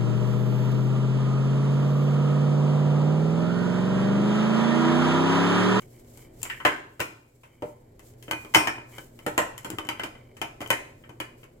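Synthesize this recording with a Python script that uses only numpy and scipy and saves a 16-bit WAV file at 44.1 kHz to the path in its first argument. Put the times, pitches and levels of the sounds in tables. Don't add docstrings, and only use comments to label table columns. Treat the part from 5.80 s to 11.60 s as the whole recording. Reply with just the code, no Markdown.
import sys
import numpy as np
from scipy import signal
from scipy.fft import rfft, irfft, next_fast_len
from scipy.io import wavfile
from scipy.ndimage import uniform_filter1d, map_coordinates

SR = 44100
rng = np.random.default_rng(int(sys.argv[2]) if len(sys.argv) > 2 else 0)


def file_out(sig):
    cols = np.atleast_2d(sig).T
    lim = np.clip(cols, -1, 1)
    pcm = np.round(lim * 32767).astype(np.int16)
    wavfile.write(sys.argv[1], SR, pcm)


N = 255768
TIME_S = np.arange(N) / SR
RING_SIZE = 24576
RING_S, RING_HZ = np.arange(RING_SIZE) / SR, np.fft.rfftfreq(RING_SIZE, 1 / SR)
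RIGHT_LAG_S = 0.00015


def from_db(db):
    return 10 ** (np.asarray(db) / 20)


def rms_one(x):
    return x / np.sqrt(np.mean(x ** 2) + 1e-20)


def at_hz(points, hz):
    f, value = np.transpose(points)
    return np.interp(np.log(np.maximum(hz, 1)), np.log(f), value)


def add(out, start_s, sound):
    at = int(round(start_s * SR))
    fade = np.minimum(1, 10 * np.linspace(1, 0, sound.shape[1])) ** 2
    out[:, at:at + sound.shape[1]] += (sound * fade)[:, :N - at]


def drift(rate_hz):
    hz = np.fft.rfftfreq(RING_SIZE, 1 / 1000)
    slow = irfft(rfft(rng.standard_normal(RING_SIZE)) / (1 + (hz / rate_hz) ** 2))
    return np.interp(TIME_S * 1000, np.arange(RING_SIZE), rms_one(slow))


def coloured(x, spectrum):
    size = next_fast_len(N)
    gain = from_db(at_hz(spectrum, np.fft.rfftfreq(size, 1 / SR)))
    return rms_one(irfft(rfft(x, size) * gain, size)[:, :N])


def causal(level_db):
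    cepstrum = irfft(np.log(from_db(level_db)))
    cepstrum[1:RING_SIZE // 2] *= 2
    cepstrum[RING_SIZE // 2 + 1:] = 0
    return np.exp(rfft(cepstrum))


def evened(spectrum, bins):
    power = np.mean(np.abs(np.atleast_2d(spectrum)) ** 2, axis=0)
    return spectrum * causal(-10 * np.log10(uniform_filter1d(power, bins) + 1e-3))


def decay(t60_s):
    fall = from_db(-60 * RING_S / t60_s)
    return fall / np.sqrt(np.sum(fall ** 2))


# f/Hz, left-right correlation/1
CORRELATION = [(60, .97), (370, .97), (500, 0), (800, -.25), (1600, -.1), (4000, 0)]

def diffuse(size):
    alike = at_hz(CORRELATION, np.fft.rfftfreq(size, 1 / SR))
    mid, side = rfft(rng.standard_normal((2, size)))
    return irfft(np.sqrt((1 + alike) / 2) * mid + np.sqrt((1 - alike) / 2) * side * [[1], [-1]], size)


# t/s, level/dB
BACKGROUND_LEVEL = [(0, -51.5), (.55, -49.5), (1, -53), (1.5, -60), (2.1, -53.5), (2.6, -50.5),
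                    (3.3, -51.5), (4.4, -51.5), (5.2, -51.5), (5.8, -53.5)]
# f/Hz, level/dB
RUMBLE_SPECTRUM = [(12, -28.5), (20, -5), (70, -10.5), (124, -3), (184, -16), (242, -14), (422, -10),
                   (463, -15.5), (520, -12), (1220, -34.5), (2180, -34), (2680, -44), (5000, -44.5),
                   (6500, -61), (11000, -120)]
# f/Hz, level/dB re envelope
HUM_TONES = [(120, -6.5), (240, -14), (323, -21)]

def background(rumble_db=-1.5, waver_db=3.0, waver_rad=1.0):
    hum = np.zeros(N)
    for hz, db in HUM_TONES:
        amplitude = np.sqrt(2) * from_db(db + waver_db * drift(4.6))
        hum += amplitude * np.sin(2 * np.pi * hz * TIME_S + waver_rad * drift(1.9))
    rumble = from_db(rumble_db) * coloured(diffuse(N), RUMBLE_SPECTRUM)
    return from_db(np.interp(TIME_S, *np.transpose(BACKGROUND_LEVEL))) * (rumble + hum)


def strokes(rows, rest_db, attack_share, roundness):
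    power = np.full(N, from_db(rest_db) ** 2)
    for start_s, length_s, db in rows:
        moving = slice(*np.searchsorted(TIME_S, [start_s, start_s + length_s]))
        speed = np.interp((TIME_S[moving] - start_s) / length_s, [0, attack_share, 1], [0, 1, 0])
        power[moving] += (from_db(db) * np.sin(speed * np.pi / 2) ** roundness) ** 2
    return np.sqrt(power)


# t/s, length/s, level/dB
FINGER_RUBS = [(-.05, .12, -61.5), (0.059, 0.2, -64), (0.242, 0.25, -60), (0.517, 0.38, -60),
               (1.079, 0.13, -72.5), (1.548, 0.23, -73.5), (1.83, 0.11, -67), (1.971, 0.074, -77),
               (2.214, 0.14, -61.5), (2.36, 0.55, -61.5), (3.064, 0.25, -57.5), (3.27, 0.4, -65),
               (3.797, 0.26, -65), (4.79, 0.22, -63.5), (5.1, 0.26, -77), (5.569, 0.072, -65)]
# f/Hz, level/dB
RUB_SPECTRUM = [(2000, -7.5), (4000, -7), (6000, -4.5), (7600, 2), (9500, -6), (12500, -1), (16000, -7.5)]

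def fingers(gain_db=3.0, grip_db=-75.5, flutter_db=1.75, grain_db=3):
    grains = diffuse(N) * from_db(grain_db * rng.standard_normal(N))
    sliding = strokes(FINGER_RUBS, grip_db, attack_share=0.45, roundness=0.73)
    return sliding * from_db(gain_db + flutter_db * drift(25)) * coloured(grains, RUB_SPECTRUM)


# t/s, length/s, level/dB
HINGE_TURNS = [(-.02, 0.093, -64.5), (.13, 0.1, -68.5), (.35, 0.18, -63), (.65, .18, -49),
               (1.63, 0.42, -71.5), (2.62, 0.061, -66), (3.115, 0.11, -53), (3.38, 0.17, -64),
               (4.15, 0.13, -51), (4.33, 0.25, -65), (5.04, 0.1, -60)]

def hinge(slips_per_s=900, smear=0.04, loose_play_db=-82):
    slips = (rng.random(N) < slips_per_s / SR) * rng.standard_normal(N)
    spectrum_hz_db = [(300, -27), (1000, 3), (1700, -5), (2300, 12),
                      (2700, -19), (3050, 8.5), (3700, -27.5), (9000, -26)]
    turning = strokes(HINGE_TURNS, loose_play_db, attack_share=0.23, roundness=0.79)
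    return turning * coloured(slips + smear * diffuse(N), spectrum_hz_db)


def fingertips(count=8, level_db=-67, spread_db=5, hardness_db=8, room_db=-6):
    rows = []
    for which, when, strength in rng.random((count, 3)):
        start_s, length_s, _ = FINGER_RUBS[int(which * len(FINGER_RUBS))]
        db = level_db + spread_db * (2 * strength - 1)
        rows.append((max(0, start_s + when * length_s), db, 0, hardness_db, room_db))
    return rows


# f/Hz, t60/s
ROOM_DECAY = [(100, 0.35), (300, 0.64), (800, 0.51), (2000, 0.42), (5000, 0.56), (13000, 0.32)]

def room_tails(count, near_t60_s=0.17, late_db=-5.5, build_s=0.0015):
    octaves = np.arange(6, 15)
    size = 8 * RING_SIZE
    field = rfft(diffuse(size))
    pitch = np.log2(np.fft.rfftfreq(size, 1 / SR) + 1)
    starts = rng.integers(0, size - RING_SIZE, count)
    tails = np.zeros((count, 2, RING_SIZE))
    for octave in octaves:
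        band = irfft(field * np.interp(pitch, octaves, octaves == octave))
        late = from_db(late_db) * decay(at_hz(ROOM_DECAY, 2.0 ** octave))
        envelope = np.hypot(decay(near_t60_s), late) * (1 - np.exp(-RING_S / build_s))
        for tail, start in zip(tails, starts):
            tail += band[:, start:start + RING_SIZE] * envelope
    return tails


def shell_ripple(spacing_hz=170):
    knots = rng.standard_normal(512)
    ripple = map_coordinates(knots, [RING_HZ / spacing_hz], order=3, mode="mirror")
    return ripple * np.minimum(1, RING_HZ / (4 * spacing_hz))


# t/s, level/dB, weight/dB, hardness/dB, room send/dB
BALL_CONTACTS = [(0.3737, -63, 0, 14.5, -9), (0.6172, -59, -2, 16, -8), (0.6308, -45.5, 1.5, 16.5, -4),
                 (0.6521, -41.5, -10, -1, -1.5), (.699, -32.5, -58, -16.5, 3.5),
                 (0.8015, -39.5, -16, -19, 1), (0.8503, -18.5, -10.5, -15, 4.5), (1.195, -46, 10, -1, 4.5),
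                 (1.2029, -30.5, -4, -0.5, 1), (1.634, -60, -6, -5, 7), (1.822, -44.5, 15, -8.5, 0),
                 (2.194, -57.5, 4, 6.5, -3), (2.4257, -60, -19, 13, 1), (2.481, -43.5, 11, -20, -3.5),
                 (2.5114, -26, -5, -4, -6), (2.532, -37, 7.5, -9, -11), (2.648, -50.5, 8, -2, -2.5),
                 (2.7391, -33, -20, -6.5, 6.5), (2.7473, -8, -29, -10.5, -13.5), (2.7538, -25, 0.5, 0.5, 5),
                 (2.803, -35, -2, -10, -3), (2.8726, -24.5, -7.5, -9.5, -2.5), (2.983, -44, 11, -21, -8.5),
                 (3.183, -40, -1, -5, -8), (3.3902, -48.5, -12, -4, -6), (3.464, -35, 8, 0.5, 0.5),
                 (3.5779, -24.5, -3, -4, 1.5), (3.7789, -49.5, -13, 10.5, -4), (3.8463, -44.5, 7, 1.5, 4),
                 (3.9023, -46, 13.5, 12.5, -10), (3.916, -54, 13, -2, 5), (3.933, -65.5, 40, -10, -5),
                 (3.985, -33.5, 1, -4, -5), (4.0497, -57, 13, -1, 4), (4.07, -50, -5, 0, -18),
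                 (4.0888, -30, -4, -3.5, -3), (4.196, -35.5, -2.5, -10, -1), (4.2351, -35.5, -1.5, -2.5, 0),
                 (4.352, -55, 8, -13, -1.5), (4.568, -58, 2.5, 4.5, 2), (4.6158, -32.5, -3.5, -3, -1.5),
                 (4.8053, -48, 7, -1.5, 6), (4.815, -42.5, 4.5, -2, -0.5), (4.8609, -41, -6, -13, -26),
                 (4.875, -60, 11, 16.5, -14), (4.9034, -23, -4.5, 0.5, -3.5), (5.2379, -56.5, -26, -22, 7),
                 (5.293, -54.5, 12.5, -2, -2), (5.4016, -36.5, -1, -0.5, -1.5), (5.632, -57, 3.5, -3.5, 0)]
# f/Hz, level/dB
SHELL_SPECTRUM = [(30, -26.5), (70, -5.5), (220, -4.5), (310, -1), (700, -2), (1000, -1.5), (1500, -4),
                  (2200, -4), (3000, -9), (3700, -17.5), (4500, -19), (7000, -16), (9500, -17),
                  (12500, -17), (16000, -26)]
# f/Hz, width/Hz, boost/dB
BODY_PEAKS = [(123, 12, 4), (308, 22, 8), (340, 14, 4), (590, 30, 5), (809, 22, 3), (914, 34, 8),
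              (1035, 34, 8), (1319, 18, 6), (1522, 24, 6), (2050, 60, 5), (2440, 70, 4), (2739, 20, 5),
              (4950, 500, 3), (6300, 600, 3), (7000, 400, 3), (7800, 400, 3)]
# f/Hz, share/1
WEIGHT_BASS = [(160, 0.98), (550, 0.63), (1800, 0)]
# f/Hz, share/1
HARDNESS_TREBLE = [(1800, 0.098), (6500, 0.93), (13000, 1)]
# f/Hz, level/dB
LEFT_BIAS = [(300, 4.5), (600, -9), (1100, 3.5), (2000, 4), (2900, 20.5), (7000, 9.5), (13000, 18)]
# f/Hz, level/dB
WALL_GAIN = [(2500, 0), (6000, -3), (13000, -4)]

def ball(gain_db=-1.5, direct_db=-8.0, wall_s=0.0093, wall_db=-8, crack_t60_s=0.011, ripple_db=3):
    out = np.zeros((2, N))
    peaks_db = sum(db / (1 + (2 * (RING_HZ - hz) / width_hz) ** 2) for hz, width_hz, db in BODY_PEAKS)
    body_db = gain_db + at_hz(SHELL_SPECTRUM, RING_HZ) + peaks_db
    pan = from_db(at_hz(LEFT_BIAS, RING_HZ) * [[0.5], [-0.5]])
    lag = np.exp(-2j * np.pi * RING_HZ * [[0], [RIGHT_LAG_S]])
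    wall_echo = from_db(wall_db) * np.exp(-2j * np.pi * RING_HZ * wall_s)
    paths = from_db(direct_db) * (pan * lag + wall_echo)
    absorption = causal(at_hz(WALL_GAIN, RING_HZ))
    bass, treble = at_hz(WEIGHT_BASS, RING_HZ), at_hz(HARDNESS_TREBLE, RING_HZ)
    contacts = BALL_CONTACTS + fingertips()
    for (start_s, db, weight_db, hardness_db, room_db), tail in zip(contacts, room_tails(len(contacts))):
        touch_db = weight_db * bass + hardness_db * treble + ripple_db * shell_ripple()
        crack = evened(rfft(rng.standard_normal(RING_SIZE) * decay(crack_t60_s)), bins=300)
        room = from_db(room_db) * absorption * evened(rfft(tail), bins=128)
        response = causal(db + body_db + touch_db)
        add(out, start_s, np.sqrt(SR) * irfft((crack * paths + room) * response))
    return out


def struck(hits, modes, left_db, swell_s, room_db, room_t60_s):
    out, rings = np.zeros((2, N)), []
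    attack = 1 - np.exp(-RING_S / swell_s)
    for hz, db, t60_s in modes:
        phase = rng.uniform(0, 2 * np.pi) - 2 * np.pi * hz * np.array([[0], [RIGHT_LAG_S]])
        envelope = attack * from_db(db - 60 * RING_S / t60_s)
        rings.append(envelope * np.sin(2 * np.pi * hz * RING_S + phase))
    octaves_up = np.log2(np.array(modes)[:, 0] / modes[0][0])
    pan = from_db([[left_db / 2], [-left_db / 2]])
    for start_s, db, tilt_db_per_oct in hits:
        ring = np.tensordot(from_db(db + tilt_db_per_oct * octaves_up), rings, 1)
        room = signal.fftconvolve(ring, diffuse(RING_SIZE) * decay(room_t60_s), axes=1)[:, :RING_SIZE]
        add(out, start_s, ring * pan + from_db(room_db) * room)
    return out


# f/Hz, level/dB, t60/s
LID_MODES = [(914, -6.5, .13), (1035, -12, .1), (1319, -14, .24), (1525, -11, .17), (2050, -15, .14),
             (2985, -4, .04), (3053, 1.5, .06), (3135, -7, .035)]

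def lid(shut_s=3.7):
    hits = []
    for start_s, db, *_ in BALL_CONTACTS:
        offset_db, tilt_db_per_oct = (-2.4, 4.14) if start_s > shut_s else (-3.5, 1.45)
        hits.append((start_s, db + offset_db, tilt_db_per_oct))
    return struck(hits, LID_MODES, left_db=5, swell_s=0.0008, room_db=-6, room_t60_s=0.25)


# t/s, level/dB, tilt/(dB/oct)
CATCH_SLIPS = [(.6186, -46.5, -5.5), (.6304, -18, -4), (3.579, -14.5, -3), (3.591, -24, -3.5),
               (3.78, -34, -3), (3.847, -33, -3), (3.903, -31, -3), (4.05, -43, -3)]
# f/Hz, level/dB, t60/s
CATCH_MODES = [(7330, 0, .014), (7480, -6, .012), (7960, -7, .018), (11400, -14, .006)]

def catch():
    return struck(CATCH_SLIPS, CATCH_MODES, left_db=2.5, swell_s=0.0002, room_db=-5, room_t60_s=0.3)


# t/s, level/dB, tilt/(dB/oct)
BOWL_BUMPS = [(.851, -23, 12), (1.825, -21.5, -3.5), (3.465, -16.5, -19.5), (3.579, -25, -0.5)]
# f/Hz, level/dB, t60/s
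BOWL_MODES = [(405, -11, .1), (460, -6, .08), (488, -1, .11), (598, -1, .125), (655, -8, .07),
              (735, -5, .07)]

def bowl():
    return struck(BOWL_BUMPS, BOWL_MODES, left_db=-1.5, swell_s=0.005, room_db=-7, room_t60_s=0.35)


# t/s, level/dB, tilt/(dB/oct)
SAUCER_KNOCKS = [(1.204, -35.5, -10), (2.512, -35, -18), (2.747, -25.5, 3), (2.873, -37, 2),
                 (3.579, -49, -10), (4.089, -52, -14), (4.235, -52, -14), (4.616, -52, -14),
                 (4.904, -37, -19), (5.401, -52, -14)]
# f/Hz, level/dB, t60/s
SAUCER_MODES = [(2437, 1, .48), (2442, -11, .55), (4978, 1, .04), (5175, -18, .4), (5452, -4, .23),
                (5522, -9, .2), (6250, -21, .3), (6330, 4, .035), (6804, -15, .16), (7150, 1, .03),
                (8192, -12, .3), (8225, -19, .22), (11420, -19, .16), (14940, -18, .12)]

def saucer():
    return struck(SAUCER_KNOCKS, SAUCER_MODES, left_db=1, swell_s=0.002, room_db=-8, room_t60_s=0.25)


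def scene():
    blows = saucer() + lid() + catch() + bowl() + ball()
    return blows + fingers() + hinge() + background()


def record(dry, cutoff_hz=16000):
    lowpass = signal.ellip(10, 0.1, 90, cutoff_hz, fs=SR, output="sos")
    return signal.sosfilt(lowpass, np.tanh(dry))


dry = scene()
out = record(dry)
file_out(out)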